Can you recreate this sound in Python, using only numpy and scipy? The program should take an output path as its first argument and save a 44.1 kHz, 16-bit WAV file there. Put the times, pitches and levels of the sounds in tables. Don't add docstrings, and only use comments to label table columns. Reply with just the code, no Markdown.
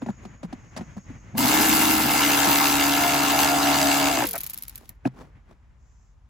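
import sys
import numpy as np
from scipy import signal
from scipy.fft import rfft, irfft
from scipy.io import wavfile
from scipy.ndimage import uniform_filter1d

SR = 44100
rng = np.random.default_rng(int(sys.argv[2]) if len(sys.argv) > 2 else 0)


def persist_wave(psi):
    counts = np.round(np.clip(psi, -1, 1) * 32767).astype(np.int16)
    wavfile.write(sys.argv[1], SR, np.atleast_2d(counts).T)


N = 277389
TIME, BINS = np.arange(N) / SR, np.fft.rfftfreq(N, 1 / SR)


def amp(db):
    return 10 ** (np.asarray(db) / 20)


def unit_rms(x):
    return x / np.sqrt(np.mean(x ** 2) + 1e-20)


def spectrum(points):
    hz, value = np.transpose(points)
    return np.interp(np.log(BINS + 1), np.log(hz + 1), value)


def envelope(rows):
    s, db = np.transpose(rows)
    active = (TIME >= s[0]) & (TIME <= s[-1])
    return uniform_filter1d(active * amp(np.interp(TIME, s, db)), size=300)


def drift(hz):
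    return unit_rms(irfft(rfft(rng.standard_normal(N)) * np.exp(-(BINS / hz) ** 2), N))


def add(mix, s, sound):
    part = mix[..., max(round(s * SR), 0):][..., :sound.shape[-1]]
    part += sound[..., :part.shape[-1]]


# frequency in Hz, coherence from 0 to 1.
COHERENCE = [(50, 0.9), (250, 0.87), (1400, 0.37), (6000, 0.45), (13000, 0.94)]
def at_ports(pair, colour):
    a, b = rfft(pair) * unit_rms(amp(spectrum(colour)))
    shared = np.clip(spectrum(COHERENCE), 0, 1)
    return irfft(np.array([a, shared * a + np.sqrt(1 - shared ** 2) * b]), N)


def noise(colour):
    return at_ports(rng.standard_normal((2, N)), colour)


# frequency in Hz, relative density in dB.
AIR_COLOUR = [(18, -17.5), (50, -0.5), (80, -12), (170, -24), (280, -35), (500, -40.5), (1000, -36),
              (2400, -48), (4400, -55), (7000, -53), (9000, -64.5), (16000, -71.5)]
def outdoor_air(db=-53):
    return amp(db) * noise(AIR_COLOUR)


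# start and length in seconds, pitch in Hz, tone and hiss in dB.
WHISTLES = [(-.15, 0.62, 6800, -66, -68.5), (0.452, 1, 6640, -67.5, -65), (5.778, 0.37, 7350, -81, -75)]
def whistles(sag_hz_per_s=160):
    out = np.zeros((2, N))
    band = noise([(3000, -40), (4800, -4), (6600, 7.5), (7400, 1.0), (8200, -23.5)])
    for s, length, hz, tone_db, hiss_db in WHISTLES:
        swell = np.sqrt(abs(np.sin(np.pi * np.clip((TIME - s) / length, 0, 1))))
        pitch = hz - sag_hz_per_s * (TIME - s) + 30 * drift(120)
        tone = unit_rms((1 + .4 * drift(150)) * np.sin(2 * np.pi * np.cumsum(pitch) / SR))
        out += swell * (amp(tone_db) * tone + amp(hiss_db) * band)
    return out


# time in seconds, level in dB.
RUMBLE_LEVEL = [(0.0, -49.5), (1.35, -47.5), (4.4, -61.5), (5.4, -61.5), (6.1, -71.5)]
# frequency in Hz, relative density in dB.
RUMBLE_COLOUR = [(40, -8.5), (100, 4.5), (240, -5), (400, -16.5), (1200, -19), (2100, -18.5), (4200, -38),
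                 (16000, -58.5)]
def handling_rumble(lumpy_db=3):
    return amp(1 + lumpy_db * drift(14)) * envelope(RUMBLE_LEVEL) * noise(RUMBLE_COLOUR)


def mode_envelope(t, hz, swell_cycles=2.3, tail_db=-13, tail_t60=.075):
    age = t * hz / swell_cycles
    return (age * np.exp(1 - age)) ** 2 + amp(tail_db - 60 * t / tail_t60) * (1 - np.exp(-age))


def impact_envelope(t60, tail_db, tail_t60):
    t = np.arange(SR // 8) / SR
    return np.hypot(amp(-60 * t / t60), amp(tail_db - 60 * t / tail_t60)) * (1 - np.exp(-t / .0007))


# frequency in Hz, relative level in dB.
COVER_MODES = [(190, -4), (350, -1.5), (600, -5), (730, 1.5), (960, -2), (1470, -8.5), (1770, -4),
               (2510, -5.5)]
def cover_impact(boom_db, boom_hz, ring_db, thin_hz=0, deep_hz=129, deep_t60=.15, sag=.15, sag_s=.015):
    t = np.arange(SR // 4) / SR
    pitch = boom_hz * (1 + sag * (2 * np.exp(-t / sag_s) - 1))
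    boom = mode_envelope(t, boom_hz) * np.sin(2 * np.pi * np.cumsum(pitch) / SR)
    deep_gain = amp(3 + .5 * boom_db - 60 * t / deep_t60) * (1 - np.exp(-t * deep_hz))
    deep = deep_gain * np.sin(2 * np.pi * deep_hz * t)
    top_hz = 1900 * amp(ring_db + 30)
    ring = np.zeros((2, len(t)))
    for hz, db in COVER_MODES:
        excitation = amp(db) / (1 + (thin_hz / hz) ** 4) / np.hypot(1, hz / top_hz)
        port_gains = rng.normal(1, .4, (2, 1))
        mode = np.sin(2 * np.pi * (hz * rng.normal(1, .05) * t + rng.random()))
        ring += excitation * port_gains * mode_envelope(t, hz) * mode
    return amp(boom_db - 2) * (boom + deep) + amp(ring_db) * ring


# start in seconds, strength in dB, boom pitch in Hz, hardness in dB.
KNOCKS = [(.019, -24, 257.6, -13), (0.061, -27.5, 235, -8), (0.086, -20, 216, -22), (0.250, -32, 212, -3),
          (.430, -31, 239, -2), (0.435, -25.5, 190, -37), (0.526, -28.5, 257, -4.5),
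          (0.763, -33.5, 225, 5.5), (.772, -34, 253, 9), (0.786, -31, 210, -6), (0.808, -28.5, 230, -9),
          (0.965, -28, 211, -29.5), (1.099, -34, 260, -18), (1.350, -26, 227, -11),
          (1.395, -21.5, 229, -20.5), (1.438, -15, 257, -20), (2.039, -19.5, 239, -9),
          (2.468, -17.5, 315, -6), (3.232, -29, 239, 8), (5.0531, -14, 271, -22)]
# frequency in Hz, relative density in dB.
SNAP_COLOUR = [(300, -5), (900, 3), (2900, -8), (4300, -8), (7500, -10.5), (11500, -20.5), (16000, -31.5)]
def knocks(snap_rise_s=.0048):
    body, snaps = np.zeros((2, N)), np.zeros((2, N))
    onset = 1 - np.exp(-TIME[:SR // 8] / snap_rise_s)
    decay = onset * impact_envelope(t60=.034, tail_db=-10.5, tail_t60=.048)
    for s, db, boom_hz, hardness_db in KNOCKS:
        add(body, s, cover_impact(db, boom_hz, ring_db=db - 7 + .27 * hardness_db))
        snap_db = db + hardness_db
        cutoff_hz = 2200 * amp(snap_db + 41)
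        pole = np.exp(-2 * np.pi * cutoff_hz / SR)
        burst = decay * rng.standard_normal((2, len(decay)))
        add(snaps, s, amp(snap_db + 2) * signal.lfilter([1 - pole], [1, -pole], burst))
    return body + at_ports(snaps, SNAP_COLOUR)


# peak time in seconds, level in dB, rise and fall time in seconds.
SCUFFS = [(.238, -48.5, 0.012), (4.825, -54.5, 0.023), (5.211, -43.5, 0.039), (5.513, -53, 0.02)]
# frequency in Hz, relative density in dB.
SCUFF_COLOUR = [(80, -10.5), (260, 3.5), (560, -6), (1100, -9.5), (2500, -23.5), (7000, -30.5),
                (16000, -42)]
def scuffs(grain_db=3, rub_db=-20, rub_s=.013):
    fingers = sum(amp(db) * np.exp(-abs(TIME - s) / fade_s) for s, db, fade_s in SCUFFS)
    rubs = sum(amp(db + rub_db) * np.exp(-((TIME - s - rub_s) / rub_s) ** 2) for s, db, *_ in KNOCKS)
    return (fingers + rubs) * amp(grain_db * drift(200)) * noise(SCUFF_COLOUR)


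START_S, LIFT_S = 1.32, 4.25
FULL_TURNS_PER_S = 71.6
# time in seconds, lag in turns.
CRANK_LAG = [(1.42, -.1), (1.54, .24), (2.05, .25), (2.14, .38), (3, .24), (3.52, .23), (3.7, .14),
             (4.11, .17), (4.2, 0)]
def crank(spin_up_s=.035, sag_turns_per_s2=.5, friction_turns_per_s2=40.85, drag_s=.6933, stop_s=4.9835):
    since = np.maximum(TIME - START_S, 0)
    spin_up = 1 - np.exp(-since / spin_up_s)
    driven = (FULL_TURNS_PER_S - sag_turns_per_s2 * since) * spin_up * (1 + .003 * drift(25))
    coasting = friction_turns_per_s2 * drag_s * np.expm1(np.maximum(stop_s - TIME, 0) / drag_s)
    speed = np.minimum(driven, coasting)
    turns = .2484 + (np.cumsum(speed) - speed.sum()) / SR
    return speed, turns - np.interp(TIME, *np.transpose(CRANK_LAG))


def passes(turns, phase):
    return np.flatnonzero(np.diff(np.floor(turns - phase)))


def coupling(until_s, db_per_s):
    return amp(-db_per_s * np.maximum(TIME - until_s, 0))


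def harmonics(turns, table, waver_db, tremble_rad=.1):
    out = np.zeros(N)
    for order, db in table:
        gain = amp(db + waver_db * drift(10))
        phase = 2 * np.pi * (order * turns + rng.random())
        out += gain * np.sin(phase + tremble_rad * np.sqrt(order) * drift(39))
    return unit_rms(out)


# multiple of the crank speed, relative level in dB.
HUM_ORDERS = [(1, -20), (2, -14), (4, 0), (5, -17.5), (6, -22), (7, -20), (13, -12.5), (14, -17.5),
              (18, -16), (20, -10)]
GROWL_ORDERS = [(9, -5.5), (10, 0.5), (11, -7.5)]
def cover_vibration(speed, turns, motor_ratio=4.39, let_go_s=1.95, tight_s=3.4):
    let_go = np.clip((TIME - let_go_s) / .29, 0, 1)
    hum = amp(-30.5 + 4 * let_go) * harmonics(turns, HUM_ORDERS, waver_db=1.74)
    motor_phase = 2 * np.pi * motor_ratio * turns + .12 * drift(28)
    motor = amp(-28.5 - 9.5 * let_go) * np.sqrt(2) * np.sin(motor_phase)
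    growl_db = -29 - 7.5 * np.maximum(tight_s - TIME, 0)
    growl = amp(growl_db) * harmonics(turns, GROWL_ORDERS, waver_db=3)
    bump_colour = [(50, -17), (160, -12.5), (245, -2), (380, -15.5), (1200, -70)]
    bumping = amp(-30.5 - 10 * let_go) * noise(bump_colour)
    drive = (speed / FULL_TURNS_PER_S) ** 2.1 * coupling(until_s=4.11, db_per_s=89)
    return drive * (hum + motor + growl + bumping)


def shifting_resonances(pair, depth_db):
    frames = signal.stft(pair, nperseg=512)[2]
    patches = rng.standard_normal(frames.shape[1:])
    for _ in range(2):
        patches = uniform_filter1d(uniform_filter1d(patches, size=3, axis=0), size=5, axis=1)
    return signal.istft(frames * amp(depth_db * unit_rms(patches)), nperseg=512)[1][:, :N]


def impact_train(turns, strokes, colour, t60, tail_db, alike, jitter_s, scatter_db, shift_db):
    out, decay = np.zeros((2, N)), impact_envelope(t60, tail_db, tail_t60=.11)
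    for phase, db in strokes:
        at = passes(turns, phase)
        late, size = rng.standard_normal((2, N))[:, :len(at)]
        at = np.clip(at + np.round(late * jitter_s * SR).astype(int), 0, N - 1)
        train = np.zeros(N)
        train[at] = amp(db + scatter_db * np.tanh(size))
        ring = decay * rng.standard_normal((2, len(decay)))
        repeated = signal.oaconvolve(train[None], ring, axes=1)[:, :N]
        power = abs(signal.oaconvolve(train ** 2, decay ** 2)[:N])
        fresh = np.sqrt(power) * rng.standard_normal((2, N))
        out += np.sqrt(alike) * repeated + np.sqrt(1 - alike) * fresh
    return unit_rms(at_ports(shifting_resonances(out, shift_db), colour))


# delay in seconds, level in dB.
STRIKE_PATHS = [(0, 0), (.0007, -7), (.0018, -6)]
# frequency in Hz, relative density in dB.
CLACK_COLOUR = [(800, -20.5), (1350, -2), (2200, 1), (3200, 2.5), (4400, -3.5), (5200, -2), (5800, -4),
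                (7100, -2), (9200, -6.5), (14000, -28)]
def pawl_strikes(turns, load_phase=.43, corner_hz=600):
    times, trains = TIME[passes(turns, load_phase)], np.zeros((2, N))
    strength_db = 3 * np.tanh(rng.standard_normal(len(times)))
    for train in trains:
        for delay_s, db in STRIKE_PATHS:
            path_s = delay_s + (.00005 + .06 * delay_s) * rng.standard_normal(len(times))
            train[np.clip(((times + path_s) * SR).astype(int), 0, N - 1)] = amp(db + strength_db)
    group_delay_s = 5.9 / np.hypot(BINS, corner_hz)
    dispersion = np.exp(-2j * np.pi * np.cumsum(group_delay_s) * SR / N)
    chirps = irfft(rfft(shifting_resonances(trains, depth_db=2)) * dispersion, N)
    return unit_rms(at_ports(chirps, CLACK_COLOUR))


def housing(pair, ripple_db=2.6):
    return unit_rms(irfft(rfft(pair) * amp(ripple_db * drift(30)[:len(BINS)]), N))


# phase in turns, then yoke, gear and pawl levels in dB.
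STROKES = [(.02, 0, -2, 0), (.22, -10, -3, -10), (.44, -12, -2, -3), (.6, -3, 0, -9), (.8, -4, -1, -11)]
# frequency in Hz, relative density in dB.
YOKE_COLOUR = [(150, -22.5), (400, -5.5), (560, -13.5), (720, -2.5), (850, -2.5), (960, -0.5), (1200, -7),
               (1450, -6), (4000, -31.5)]
TICK_COLOUR = [(1500, -19), (3000, -11), (7000, -9), (9100, -7.5), (10500, -5), (12600, 4.5), (13600, 2.5),
               (14800, 0), (16000, -16.5)]
# time in seconds, level in dB.
RATTLE_LEVEL = [(1.36, -63), (1.38, -28), (1.54, -23), (1.86, -23.5), (2.05, -26.5), (2.2, -24),
                (2.64, -23), (2.78, -25), (3.37, -25.5), (3.4, -22), (3.55, -27), (3.68, -25), (3.98, -24),
                (4.24, -29), (4.28, -46)]
# time in seconds, share of the clatter's power in sharp strikes.
BITE = [(2.05, .3), (2.7, .55), (3.37, .22), (3.39, .7), (3.56, .28), (3.95, .45)]
def ratchet_head(turns):
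    phases, yoke_db, gear_db, pawl_db = np.transpose(STROKES)
    yoke = impact_train(turns, zip(phases, yoke_db), YOKE_COLOUR, t60=.02, tail_db=-15,
                        alike=.4, jitter_s=.00004, scatter_db=3.5, shift_db=2)
    gears = impact_train(turns, zip(phases, gear_db), CLACK_COLOUR, t60=.03, tail_db=-13,
                         alike=.65, jitter_s=.00005, scatter_db=3, shift_db=2.6)
    pawl = impact_train(turns, zip(phases, pawl_db), TICK_COLOUR, t60=.018, tail_db=-16,
                        alike=.55, jitter_s=.00015, scatter_db=3, shift_db=2.4)
    bite = np.interp(TIME, *np.transpose(BITE))
    clatter = housing(np.sqrt(bite) * pawl_strikes(turns) + np.sqrt(1 - bite) * gears)
    yoke_gain = amp(-6) * coupling(LIFT_S, db_per_s=597.5)
    pawl_gain = amp(-2 - 2.5 * (TIME - START_S))
    return envelope(RATTLE_LEVEL) * (yoke_gain * yoke + amp(-3.5) * clatter + pawl_gain * pawl)


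# start in seconds, level in dB.
ENGAGE_CLICKS = [(1.379, -14), (1.3834, -17.5)]
# phase in turns, relative level in dB.
FREE_CLICKS = [(.07, 0), (.29, -4)]
def pawl_clicks(speed, turns, full_speed_db=-11, fall_db=15):
    level_db = full_speed_db - fall_db * (1 - speed / FULL_TURNS_PER_S)
    free = [(TIME[i], db + level_db[i])
            for phase, db in FREE_CLICKS for i in passes(turns, phase) if TIME[i] > LIFT_S]
    decay = impact_envelope(t60=.011, tail_db=-23, tail_t60=.07)
    clicks, repeated = np.zeros((2, N)), rng.standard_normal((2, len(decay)))
    for s, db in ENGAGE_CLICKS + free:
        for late_s, bounce_db in [(0, 0), (rng.uniform(.001, .004), -7)]:
            gain = amp(db + bounce_db + rng.standard_normal())
            ring = (repeated + rng.standard_normal(repeated.shape)) / np.sqrt(2)
            add(clicks, s + late_s, gain * decay * ring)
    return at_ports(clicks, TICK_COLOUR)


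# peak time in seconds, frequency in Hz, level in dB.
SOCKET_RINGS = [(1.62, 865, -21), (2.23, 2900, -25)]
def socket_rings(half_s=.016, relative_width=.053):
    out = np.zeros(N)
    for s, hz, db in SOCKET_RINGS:
        swell = amp(db) * np.exp(-((TIME - s) / half_s) ** 2)
        out += swell * drift(relative_width * hz) * np.sin(2 * np.pi * hz * TIME)
    return out


def socket_chatter(turns, start_s=4.165, push_phase=.58):
    out = np.zeros((2, N))
    for s in TIME[passes(turns, push_phase)]:
        if start_s < s < LIFT_S:
            add(out, s, cover_impact(boom_db=-24, boom_hz=300, ring_db=-21.5, thin_hz=477))
    return out


# frequency in Hz, relative density in dB.
WHIRR_COLOUR = [(200, -1.5), (550, -17), (900, -7.5), (7000, -10.5), (9200, -15.5), (12400, -8.5),
                (16000, -18.5)]
def gear_whirr(speed, full_speed_db=-30, fall_db=34, fade_turns_per_s=7):
    level_db = full_speed_db - fall_db * (1 - speed / FULL_TURNS_PER_S)
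    gain = (TIME > LIFT_S) * amp(level_db) * np.minimum(speed / fade_turns_per_s, 1)
    grain = unit_rms(amp(3.5 * drift(250)))
    return gain * grain * noise(WHIRR_COLOUR)


def socket_squeak(start_s=4.334, length_s=.044, start_hz=745, end_hz=690, db=-32.5):
    t = np.arange(0, length_s, 1 / SR)
    pitch = np.interp(t, [0, length_s], [start_hz, end_hz]) * (1 + .128 * drift(510)[:len(t)])
    phase = 2 * np.pi * np.cumsum(pitch) / SR
    tone = sum(amp(harmonic_db) * (1 + .5 * drift(390)[:len(t)]) * np.sin(k * phase)
               for k, harmonic_db in enumerate([0, -7, -8], 1))
    out = np.zeros(N)
    add(out, start_s, amp(db) * unit_rms(tone) * signal.windows.tukey(len(t), .6))
    return out


# frequency in Hz, lead of the left port in radians.
LEFT_LEAD = [(40, 0), (280, -.7), (1300, -.6), (2800, 0), (6800, -.4), (9300, -3.5), (16000, -12.8)]
def scene():
    speed, turns = crank()
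    tool = ratchet_head(turns) + socket_rings() + cover_vibration(speed, turns) + socket_chatter(turns)
    tool += pawl_clicks(speed, turns) + gear_whirr(speed) + socket_squeak()
    left, right = tool + knocks() + scuffs() + handling_rumble() + whistles() + outdoor_air()
    right = irfft(rfft(right) * np.exp(-1j * spectrum(LEFT_LEAD)), N)
    return np.array([amp(1.25) * left, amp(.3) * right])


def record(dry, bass_cut_hz=38, band_edge_hz=16050):
    thinned = signal.sosfilt(signal.butter(4, bass_cut_hz, "high", fs=SR, output="sos"), dry)
    low_pass = signal.firwin(511, band_edge_hz, window=("kaiser", 9), fs=SR)
    return signal.oaconvolve(thinned, low_pass[None], "same")


dry = scene()
out = record(dry)
persist_wave(out)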